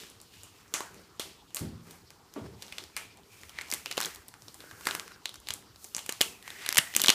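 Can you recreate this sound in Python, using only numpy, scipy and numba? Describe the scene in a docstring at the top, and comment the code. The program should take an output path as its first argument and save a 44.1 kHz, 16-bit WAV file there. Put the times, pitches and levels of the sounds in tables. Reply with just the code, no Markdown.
"""Latex gloves are worked over two hands close to a microphone in a small tiled room.
Snaps of latex are noise bursts: an air pocket rings, with a smack, a crack and a slap around it;
a few are only rough grains in ringing tails and a thud. Stick-slip grains make swells of rub and hiss,
filtered noise a low rustle: mostly strokes, also room tail. Air puffs are decaying low swings.
Feet thud in the room's standing waves; tiles ring on as decaying noise over a low building rumble."""
import sys
import numpy as np
from scipy import signal
from scipy.io import wavfile
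from numba import njit

SR = 44100
rng = np.random.default_rng(int(sys.argv[2]) if len(sys.argv) > 2 else 0)


def put_to_file(sound):
    """Save the sound as 16-bit audio at rate SR, in the file named by the first command-line argument."""
    columns = np.atleast_2d(sound).T  # one column per channel
    safe = np.clip(columns, -1, 1)
    whole_steps = np.round(safe * 32767)
    wavfile.write(sys.argv[1], SR, whole_steps.astype(np.int16))


N = 314860   # length in samples


def amp(db):
    """Decibels to gain."""
    return 10 ** (np.asarray(db) / 20)


def rms_one(x):
    """Scale to unit rms."""
    return x / np.sqrt(np.mean(x ** 2) + 1e-20)


def peak_one(x):
    """Scale to unit peak."""
    return x / np.max(np.abs(x))


def at_hz(points, hz):
    """Read a table on a log-frequency axis."""
    table_hz, values = np.transpose(points)
    return np.interp(np.log(hz), np.log(table_hz), values)


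def in_time(rows):
    """Columns of a curve table at every sample."""
    s, *columns = np.transpose(rows)
    return [np.interp(np.arange(N) / SR, s, column) for column in columns]


def drift(rate_hz):
    """Slow random wander of rms 1: noise through two equal one-pole low-passes at rate_hz."""
    step = 40   # samples between drawn values
    r = np.exp(-2 * np.pi * rate_hz * step / SR)
    noise = rng.standard_normal(N // step + 2002)
    slow = signal.lfilter([1], [1, -2 * r, r * r], noise)[2000:]   # skip the filter's start
    return np.interp(np.arange(N) / step, np.arange(len(slow)), rms_one(slow))


def band_pass(x, low_hz, high_hz):
    """Keep what lies between two frequencies."""
    return signal.sosfilt(signal.butter(2, [low_hz, high_hz], "band", fs=SR, output="sos"), x)


def high_pass(x, hz):
    """Keep what lies above a frequency."""
    return signal.sosfilt(signal.butter(2, hz, "high", fs=SR, output="sos"), x)


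def bands(x):
    """Half-octave slices of x with their centres; neighbours come from alternate rows."""
    edges = 22 * 2 ** np.arange(0, 9.9, .5)
    for k, (low, high) in enumerate(zip(edges, edges[1:])):
        yield np.sqrt(low * high), band_pass(x[k % 2], low, high)


def resonance(x, hz, width_hz):
    """Two-pole peak of gain 1."""
    r = np.exp(-np.pi * width_hz / SR)
    feedback = [1, -2 * r * np.cos(2 * np.pi * hz / SR), r * r]
    return signal.lfilter([(1 - r * r) / 2, 0, (r * r - 1) / 2], feedback, x)


@njit
def moving_resonance(x, cosine, r):
    """Two-pole peak whose centre changes every sample."""
    y = np.zeros(len(x))
    for i in range(2, len(x)):
        y[i] = x[i] - x[i - 2] + 2 * r * cosine[i] * y[i - 1] - r * r * y[i - 2]
    return y


def standing_waves(x):
    """The low resonances between the walls."""
    # Each row: frequency in Hz, width in Hz, level in dB.
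    room_modes = [(95, 24, -6), (146, 14, -1), (161.7, 18.4, 4.5), (205, 11, 4.5), (230, 12.4, -2),
                  (316, 58, -1), (394, 19.2, -1), (452, 32, -2)]
    return sum((-1) ** k * amp(db) * resonance(x, hz, width_hz)
               for k, (hz, width_hz, db) in enumerate(room_modes))


def swells():
    """Each swell rises, holds and fades; the strongest one sets the shape of the hollow."""
    # Swells of rub, hiss and low rustle: mostly latex strokes, also the room's tail at the start and
    # after the thud. Each row: time it reaches full level in s, hold in s, rub, hiss and rustle in dB
    # ahead of the trims in rubbing(), hollow in Hz, its narrow ring over the broad rub in dB.
    swell_rows = [(0, .02, -44, -43, -53.5, 3080, -27), (0.334, 0.11, -55, -50, -81, 2850, -5),
                  (0.558, 0.05, -58.5, -55, -82, 2590, -8), (0.756, .09, -50, -46, -51.5, 1550, 1),
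                  (0.937, .08, -57, -55, -57, 1400, -7), (1.257, 0.036, -49.5, -62.5, -57, 2840, -25),
                  (1.605, .06, -51.5, -67, -65, 1780, -35), (1.869, .08, -54, -49.5, -56, 1140, -8.5),
                  (2.371, .1, -55.5, -60, -47, 1190, -18), (2.619, .2, -52, -49, -57, 2520, -29),
                  (2.985, .06, -50, -60, -61, 2400, -0.5), (3.324, .18, -56, -48, -67, 2390, -5),
                  (3.568, .08, -48, -68, -78, 2240, -2), (3.729, .02, -42.5, -37, -52, 2280, -10),
                  (3.874, .05, -50.5, -43, -60, 2900, 5.5), (3.998, 0.064, -40, -35, -47.5, 1840, -4.5),
                  (4.42, .17, -64, -49, -68, 1660, -20), (4.613, .2, -57, -46.5, -60.5, 1520, 3.5),
                  (4.87, .07, -43, -34.5, -47.5, 1580, 0), (5.036, .08, -54, -54, -61, 1500, -3.5),
                  (5.266, .03, -55, -55, -80, 3900, -4), (5.491, .03, -47.5, -52, -60, 3000, -25),
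                  (5.836, .03, -63.5, -40, -64, 2720, -19), (5.972, 0.065, -53.5, -45, -61, 2870, 0),
                  (6.121, .02, -48, -42, -71, 2770, -7), (6.236, .07, -49.5, -41, -53.5, 2540, 0.5),
                  (6.469, .12, -48, -43, -61, 1940, 0), (6.618, .12, -40, -63, -64, 1960, -6),
                  (6.796, .08, -46, -40, -57, 1930, 2.5), (6.971, .17, -39.5, -32, -48, 2970, 0)]
    # Rub, hiss and rustle between swells, in dB ahead of the same trims.
    resting_db = (-65.5, -57, -65)
    rises_db_per_s, fall_db_per_s = (280, 193, 500), 120   # rise of rub, hiss and rustle; common fall
    open_db = -8   # narrow ring of the hollow between swells

    t = np.arange(0, N + 64, 64) / SR
    s, hold, *levels_db, hz, closed_db = np.transpose(swell_rows)[..., None]
    fall_db = fall_db_per_s * np.maximum(t - s - np.abs(hold), 0)
    powers = [amp(db - rise * np.maximum(s - t, 0) - fall_db) ** 2
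              for db, rise in zip(levels_db, rises_db_per_s)]
    gains = [np.sqrt(power.sum(axis=0) + amp(rest_db) ** 2)
             for power, rest_db in zip(powers, resting_db)]

    # The steep power lets the strongest rub decide.
    lead, rest = powers[0] ** 4, amp(resting_db[0]) ** 8
    total = lead.sum(axis=0)
    hollow_hz = np.sum(lead * hz, axis=0) / total
    ring_db = (np.sum(lead * closed_db, axis=0) + rest * open_db) / (total + rest)
    return [np.interp(np.arange(N) / SR, t, curve) for curve in gains + [hollow_hz, ring_db]]


def grains(per_s, spread_db):
    """Two rows of random slips of uneven size on a bed of noise."""
    uneven = amp(spread_db * np.minimum(rng.exponential(1, (2, N)), 3.5))
    sizes = uneven * rng.standard_normal((2, N))
    slipping = rng.random((2, N)) < per_s / SR
    return sizes * slipping + 0.27 * rng.standard_normal((2, N))


def rubbing(rub_gain, hiss_gain, rustle_gain, hollow_hz, ring_db):
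    """Stick-slip grains make a hiss and ring in the hollow between the hands; a rustle lies below."""
    slips = grains(per_s=2000, spread_db=-0.5)
    cosine = np.cos(2 * np.pi * hollow_hz / SR)
    ring = rms_one(moving_resonance(slips[1], cosine, np.exp(-np.pi * 220 / SR)))     # 220 Hz wide
    broad = rms_one(moving_resonance(slips[0], cosine, np.exp(-np.pi * 2200 / SR)))   # 2200 Hz wide
    rub = amp(ring_db + 1.9 * drift(18.0)) * ring + broad

    hiss = band_pass(slips[0], 3500, 8500) + 1.2 * high_pass(slips[1], 8000)

    low_noise = resonance(rng.standard_normal(N) * amp(3.1 * drift(28.0)), 387, 360)
    rustle = rms_one(standing_waves(low_noise)) + .5 * rms_one(low_noise)

    mix = amp(-5.5) * rub_gain * rub
    mix += amp(-12.5) * hiss_gain * rms_one(hiss)
    return mix + amp(-2.5) * rustle_gain * rustle


def rumble():
    """Building rumble and microphone hiss: shaped noise whose half-octave bands flicker a little."""
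    # Each row: frequency in Hz, relative level in dB per Hz.
    spectrum = [(15, -41), (25, -6), (92, 14), (141, 5), (384, 1), (575, -14), (911, 4), (2690, -17),
                (4030, -0.5), (7710, -23), (8590, -69), (14800, -30), (16000, -39)]
    level_db, flicker_db, flicker_hz = -60.5, 4.0, 13.4   # overall rms; spread and rate in each band
    noise = rng.standard_normal((2, N))
    shaped = sum(amp(at_hz(spectrum, hz) + flicker_db * drift(flicker_hz)) * part
                 for hz, part in bands(noise))
    return amp(level_db) * rms_one(shaped)


def crinkles(rub_gain, count):
    """Small random snaps, more often and louder where the rub swells; rows as for the snaps."""
    top_db, follows = -47.5, 0.7   # loudest pocket at the median rub; share of the rub's swing in dB
    draw = rng.random((count, 6))
    busy = (rub_gain / np.median(rub_gain)) ** follows
    at = np.searchsorted(np.cumsum(busy) / np.sum(busy), draw[:, 0])
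    at = np.clip(at, 100, N - 1)
    db = top_db + 20 * np.log10(busy[at]) - 8 * draw[:, 1]
    pocket_hz = 1400 * 5 ** draw[:, 2]
    sheet_db, crack_db = -12 * draw[:, 5], 18 * draw[:, 3] - 15
    ms = .5 + 2.9 * draw[:, 4]
    return np.transpose([at / SR, db, pocket_hz, sheet_db, crack_db, ms])


def snaps(rows):
    """Each snap is a noise spray: an air pocket rings, a crack sits above, skin slaps below."""
    # Hands to microphone, setting the room's share. Each row: time in s, distance in m.
    distance = [(0, 0.26), (.74, .6), (.8, 0.24), (1.2, 0.61), (1.6, 0.38), (2.6, 0.24), (2.8, 0.27),
                (3.0, 0.41), (3.55, 0.15), (4.1, 0.17), (4.6, 0.31), (4.9, 0.19), (5.8, 0.17), (5.96, 0.24),
                (6.1, 0.17), (6.7, 0.088), (7.14, 0.14)]
    room_at_1_m_db = 4   # what goes to the walls against the snap; grows with distance
    slap_at_30_db, slap_follows = -16.5, 0.62   # slap against a -30 dB pocket; its dB growth per pocket dB
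    size, peel = 640, 66   # samples in a snap, and the sample where it breaks out

    near, sent = np.zeros(N + size), np.zeros(N + size)
    t = (np.arange(size) - peel) / SR
    metres, = in_time(distance)
    click = (np.arange(size) == peel) * 1.
    build = np.where(t < 0, .5 * np.exp(t / 0.00041), 1)   # a creak grows just before the snap
    noise = rng.standard_normal((len(rows), size))
    for (s, db, pocket_hz, sheet_db, crack_db, ms), burst in zip(rows, noise):
        slap_db = slap_at_30_db + (slap_follows - 1) * (db + 30)
        room = amp(room_at_1_m_db) * metres[round(s * SR)]
        spray = burst * build * np.exp(-1000 * np.maximum(t, 0) / max(ms, .15))
        # A quick release flips in one sharp swing.
        spray[[peel + 8, peel + 11]] += np.array([-1, 1]) * 1.61 / max(ms, .4)
        both = np.array([spray, click])   # the walls get the smooth mean over all directions

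        # Signs alternate so that neighbours add.
        pocket = resonance(both, pocket_hz, 0.26 * pocket_hz)
        sheet = resonance(both, 1270, 3960)
        crack = -high_pass(both, 7000)
        slap = -band_pass(both, 200, 900)
        levels_db = db + np.array([0, sheet_db, crack_db - 7, slap_db])

        at = round(s * SR) - peel
        for part, part_db in zip([pocket, sheet, crack, slap], levels_db):
            heard = amp(part_db) * peak_one(part[0])
            near[at:at + size] += heard
            sent[at:at + size] += room * np.std(heard) * rms_one(part[1])
    return near[:N], sent[:N]


def tiled_room(x):
    """Dense echoes as noise that dies band by band, starting after the trip to the nearest wall."""
    # Each row: frequency in Hz, time to fall by 60 dB in s.
    decay = [(100, 0.66), (260, 0.48), (700, 0.42), (1840, 0.17), (4850, 0.27), (12800, 0.3)]
    # Each row: frequency in Hz, relative starting level in dB per Hz.
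    colour = [(100, 1), (400, -0.5), (1500, 7), (4000, 0.5), (8000, 3), (14000, -4)]
    t = np.arange(SR) / SR
    echoes = sum(amp(at_hz(colour, hz) - 60 * t / at_hz(decay, hz)) * part
                 for hz, part in bands(rng.standard_normal((2, SR))))
    echoes = echoes * np.clip((t - .002) / 0.00056, 0, 1)   # silent for 2 ms, then a quick rise
    return signal.fftconvolve(x, echoes / np.sqrt(np.sum(echoes ** 2)))[:N]


def puffs():
    """Air squeezed out is one soft pressure push: a heavily damped low swing, its top softened."""
    # Air from between the palms onto the microphone. Each row: start in s, peak in dB, centre in Hz.
    puff_rows = [(.74, -37, 302), (0.806, -33.5, 380), (1.197, -30.5, 383), (3.728, -38.5, 266),
                 (3.908, -41, 450), (3.978, -22.5, 516), (4.64, -41.5, 520), (4.869, -30.5, 334),
                 (4.947, -36, 340), (5.502, -45, 90.5), (5.964, -44, 214), (6.092, -27, 426),
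                 (6.21, -21, 384), (6.69, -36, 348), (6.788, -28.5, 161), (6.962, -34, 205),
                 (7.039, -32, 275), (7.091, -21, 275)]
    out = np.zeros(N)
    for s, db, hz in puff_rows:
        at = round(s * SR)
        swing = resonance((np.arange(2000) == 0) * 1., hz, 0.54 * hz)
        swing = peak_one(signal.lfilter([.05], [1, -.95], swing))[:N - at]
        out[at:at + len(swing)] += amp(db) * swing
    return out


def thuds():
    """A rough push of the sole, hardest at first: a knock, and a boom in the standing waves."""
    # Weight put on the floor. Each row: start in s, peak in dB, lowest and brightest Hz of the push,
    # decay time in ms, knock over boom in dB.
    thud_rows = [(1.61, -28, 94, 320, 55, -4), (2.359, -31, 254, 1170, 23, -10),
                 (2.411, -36.5, 69, 214, 40, -1.5)]
    out, size = np.zeros(N), SR // 2
    t = np.arange(size) / SR
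    noise = rng.standard_normal((len(thud_rows), size))
    for (s, db, low_hz, bright_hz, ms, knock_db), rough in zip(thud_rows, noise):
        push = rough * (np.exp(-1000 * t / ms) + 1.3 * np.exp(-t / 0.014))
        knock = band_pass(push, low_hz, bright_hz)
        thud = rms_one(standing_waves(knock)) + amp(knock_db) * rms_one(knock)
        at = round(s * SR)
        out[at:at + size] += amp(db) * peak_one(thud)
    return out


def scene():
    """One microphone hears hands, floor, tiles and rumble; both channels carry it."""
    # Clear snaps of latex, with rough grains in the ringing tails and in the thud.
    # Each row: time in s, pocket peak in dB, air pocket in Hz, broad smack of the sheet in dB over
    # the pocket, crack on top in dB over 7 dB below the pocket, decay time in ms (at least 0.15 is used).
    snap_rows = [(.1006, -39.5, 7490, -10, 12.5, .37), (.202, -39, 4560, -17, 2, 0.62),
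                 (.2152, -38.5, 7040, -11, 14, 0.27), (.434, -34, 6700, -15, 11.5, 0.28),
                 (.7397, -16, 6300, 3, -19, 0.4), (.806, -24.5, 990, -0.5, -21, 1.2),
                 (.9445, -45, 2460, -6, 15, .41), (1.164, -52, 7260, -12, 2, 0.44),
                 (1.1961, -26, 3420, -5.5, 8.5, 3.4), (1.5467, -25, 6660, -6, 16, 0.41),
                 (1.5608, -34, 7490, -9, 25, .2), (1.5054, -49, 2860, -10, -5, 2.1),
                 (1.593, -32, 7440, -12, 14, 0.63), (1.5686, -29, 4170, 4.5, 11, 1.3),
                 (1.909, -46.5, 3040, -4, 17, 3.2), (2.1049, -40.5, 1530, -1, 12.5, .48),
                 (2.3386, -42.5, 5100, -1, 15, 1.2), (2.3641, -49, 1070, -11, -23, 2.1),
                 (2.381, -46, 800, -16, -22, 1.9), (2.6227, -34.5, 4300, -1, -7, 1.8),
                 (2.6282, -39, 4690, 2, 4, 1), (2.6814, -41.5, 3720, -6, 5, .9),
                 (2.6658, -40, 5770, -12, -13, .6), (2.7239, -32.5, 2530, -3, -28, 2.3),
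                 (2.783, -27, 3600, -3, -21, 1.64), (2.839, -39, 3530, 5, -2, 0.51),
                 (2.9659, -27, 2270, -1.5, 13.5, 1.17), (2.9705, -25.5, 1650, -12, -18, .57),
                 (2.976, -32, 7300, 0, 10, 0.53), (3.1728, -50, 6240, 6, -9, 0.91),
                 (3.4142, -40, 6500, -8, -6, 0.18), (3.4342, -39, 1990, -2, 5, .83),
                 (3.4944, -40.5, 3140, -4, 11, 1.14), (3.587, -21.5, 1810, -44, -46, 1.9),
                 (3.6116, -30, 2050, -7, -21, 1.2), (3.6172, -34.5, 7360, 1, -7, 1.5),
                 (3.6852, -38, 3960, -16, -14, .59), (3.7018, -32, 5800, -2, 9, 2),
                 (3.715, -17.5, 4960, -8, 9, 0.15), (3.725, -22.5, 1950, -17, 6, 1.34),
                 (3.738, -16, 7200, 0, 10, .3), (3.745, -25.5, 4470, -15, 15, 0.45),
                 (3.8597, -21, 2860, -6, -16, 0.59), (3.867, -33, 2970, -16, -18, 1.2),
                 (3.9125, -26.5, 2530, 1, -21, 4.1), (3.9256, -22, 4800, -16, -20, .45),
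                 (3.9709, -27, 3180, -8, -2, 2.3), (3.9785, -19.5, 850, 5.5, -25, 1.77),
                 (3.9857, -30, 4220, -4, -9, 2.2), (4.004, -22, 1580, 0, 13, 0.4),
                 (4.0128, -26, 1640, -4, 14.5, 1.2), (4.0231, -25, 3650, -8, -12, 3.7),
                 (4.03, -26, 4100, -6, 1, 2.7), (4.039, -23, 4650, -15, -14, 0.69),
                 (4.0484, -22.5, 3530, -6, -15, 1.5), (4.0573, -22.5, 5070, -17, 5, 1.4),
                 (4.0654, -29, 1510, -11, -12, 0.91), (4.1482, -39.5, 6350, -6, 17, 0.71),
                 (4.1593, -37.5, 4270, -9, 14, 1.3), (4.2827, -38, 7600, -19, 20, 1.4),
                 (4.287, -38.5, 4640, -11, -10, 1.1), (4.3401, -41.5, 1470, 5.5, -10, 0.65),
                 (4.4215, -36, 5140, -8, -15, 0.22), (4.4825, -34.5, 4300, -10, -19, 1.6),
                 (4.5436, -40, 7260, 2.5, 19, 0.9), (4.6048, -34.5, 3420, -14, 1, 0.85),
                 (4.7117, -35.5, 1500, -6, -6, 1.6), (4.8094, -43.5, 1370, 1.5, 11, 2.7),
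                 (4.8552, -34, 3220, -2, 11, 1.6), (4.8699, -17.5, 1480, 2.5, -1, 1.9),
                 (4.8873, -24.5, 1520, -4, -9, 2), (4.9105, -22, 3020, 3.5, -27, .66),
                 (4.9506, -19, 1520, -12, 9, 0.95), (4.9972, -25.5, 1280, 7, -17, 0.12),
                 (5.079, -39.5, 1550, 2, -11, 0.84), (5.1186, -43, 1530, -3, -27, 2.1),
                 (5.2565, -17, 3650, -32, -48, 1.26), (5.2725, -45, 4300, -21, -18, 0.53),
                 (5.293, -33, 3380, 1, -33, 0.83), (5.3418, -45, 3450, 4, 13, 2),
                 (5.3565, -39.5, 5860, 0.5, -14, 3.2), (5.4018, -47, 7490, -11, 20, 0.23),
                 (5.4715, -32.5, 3700, -5, -22, 1.7), (5.487, -26.5, 3800, 4, 10, 1.4),
                 (5.5054, -25, 3280, 2, -28, 1.1), (5.5078, -28.5, 6600, -3, -12, 2.6),
                 (5.5383, -25, 6940, -10, 17.5, 0.43), (5.76, -41, 4140, -15, -15, .87),
                 (5.8436, -40.5, 6910, 1, 25, 0.15), (5.8474, -31, 6170, -11, -10, 1.1),
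                 (5.9485, -15, 5900, -8, -7, 0.28), (5.966, -17, 6850, -7, 3, 0.18),
                 (5.9817, -39.5, 910, 13, -2, 2.1), (5.9914, -29.5, 3370, -17, 2, 1.4),
                 (6.0623, -33, 7490, 1, 9, 1.7), (6.0927, -23.5, 6850, 5.5, -25, 2.7),
                 (6.1243, -28.5, 4230, 2.5, 12, 0.75), (6.2085, -25, 2500, 7.5, -22, 3.8),
                 (6.213, -6.5, 2940, -6, 13.6, 0.73), (6.2197, -15, 6950, -27, 0, 1),
                 (6.4265, -40.5, 3360, -4, 11, 0.92), (6.4781, -31.5, 1950, -2.5, -23, 1.9),
                 (6.5038, -26, 3400, -27, -27, 0.79), (6.6505, -32.5, 2700, -14, -6, 1.3),
                 (6.6624, -28, 2600, 6.5, -26, 1.9), (6.6901, -18, 1950, 6, 14, 0.54),
                 (6.7051, -29, 3330, -11, -6, 2.8), (6.7266, -21.5, 4930, 4, 12, 0.71),
                 (6.7468, -22.5, 2880, -7, 16, 0.55), (6.7577, -26, 3000, 5, 0, 1.45),
                 (6.7709, -18, 5560, 8.5, -6, 2.3), (6.7764, -23, 5900, -9, -5, 1.2),
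                 (6.7803, 0, 8100, -11, 8, 0.37), (6.7835, -9, 3060, -21, -7, 3.8),
                 (6.7848, -7, 1780, -29, 8, 0.55), (6.7993, -32, 2100, -10, 0, 2.2),
                 (6.9389, -31, 2070, -3, -8, 1.5), (6.9505, -24, 3490, 4, 11, 1.2),
                 (6.9646, -8, 6400, -3.5, 9.5, 0.97), (6.976, -25.5, 3000, -19, -18, .96),
                 (6.9971, -22.5, 1780, 4, -10, 0.96), (7.002, -20.5, 5160, -4, -12, 1.9),
                 (7.0172, -16.5, 3120, -11, 16, 1.2), (7.0386, -13, 3750, -6, 11, 0.7),
                 (7.0415, -22, 3220, -10, -14, .53), (7.045, -17, 1710, 2, 4, 1.05),
                 (7.0609, -8, 3700, -22, -24, 0.36), (7.0714, -26, 5060, 8, -6, 1.1),
                 (7.0836, -3.5, 3180, -1.5, -19, 1.07), (7.0927, -6.5, 3270, 0.5, -20, 2.2),
                 (7.1017, -4.5, 3460, -7, -26, 1.4), (7.115, -32, 3900, -9.5, -8, 0.95),
                 (7.1254, -23, 3210, -12, -12, 0.52)]
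    slide = swells()
    near, sent = snaps(np.vstack([snap_rows, crinkles(slide[0], count=70)]))
    steps = thuds()
    room = tiled_room(sent + amp(-4) * steps)
    mono = rubbing(*slide) + rumble() + near + puffs() + steps + room
    return np.array([mono, mono])


def record(dry):
    """Peaks are clipped at full scale; two steep low-passes take off the top."""
    clipped = np.clip(dry, -1, 1)
    # Order, depth of the cut in dB, and the Hz where that depth is reached.
    cut = signal.sosfilt(signal.cheby2(12, 32, 15500, fs=SR, output="sos"), clipped)
    return signal.sosfilt(signal.cheby2(8, 28, 16900, fs=SR, output="sos"), cut)


dry = scene()
out = record(dry)
put_to_file(out)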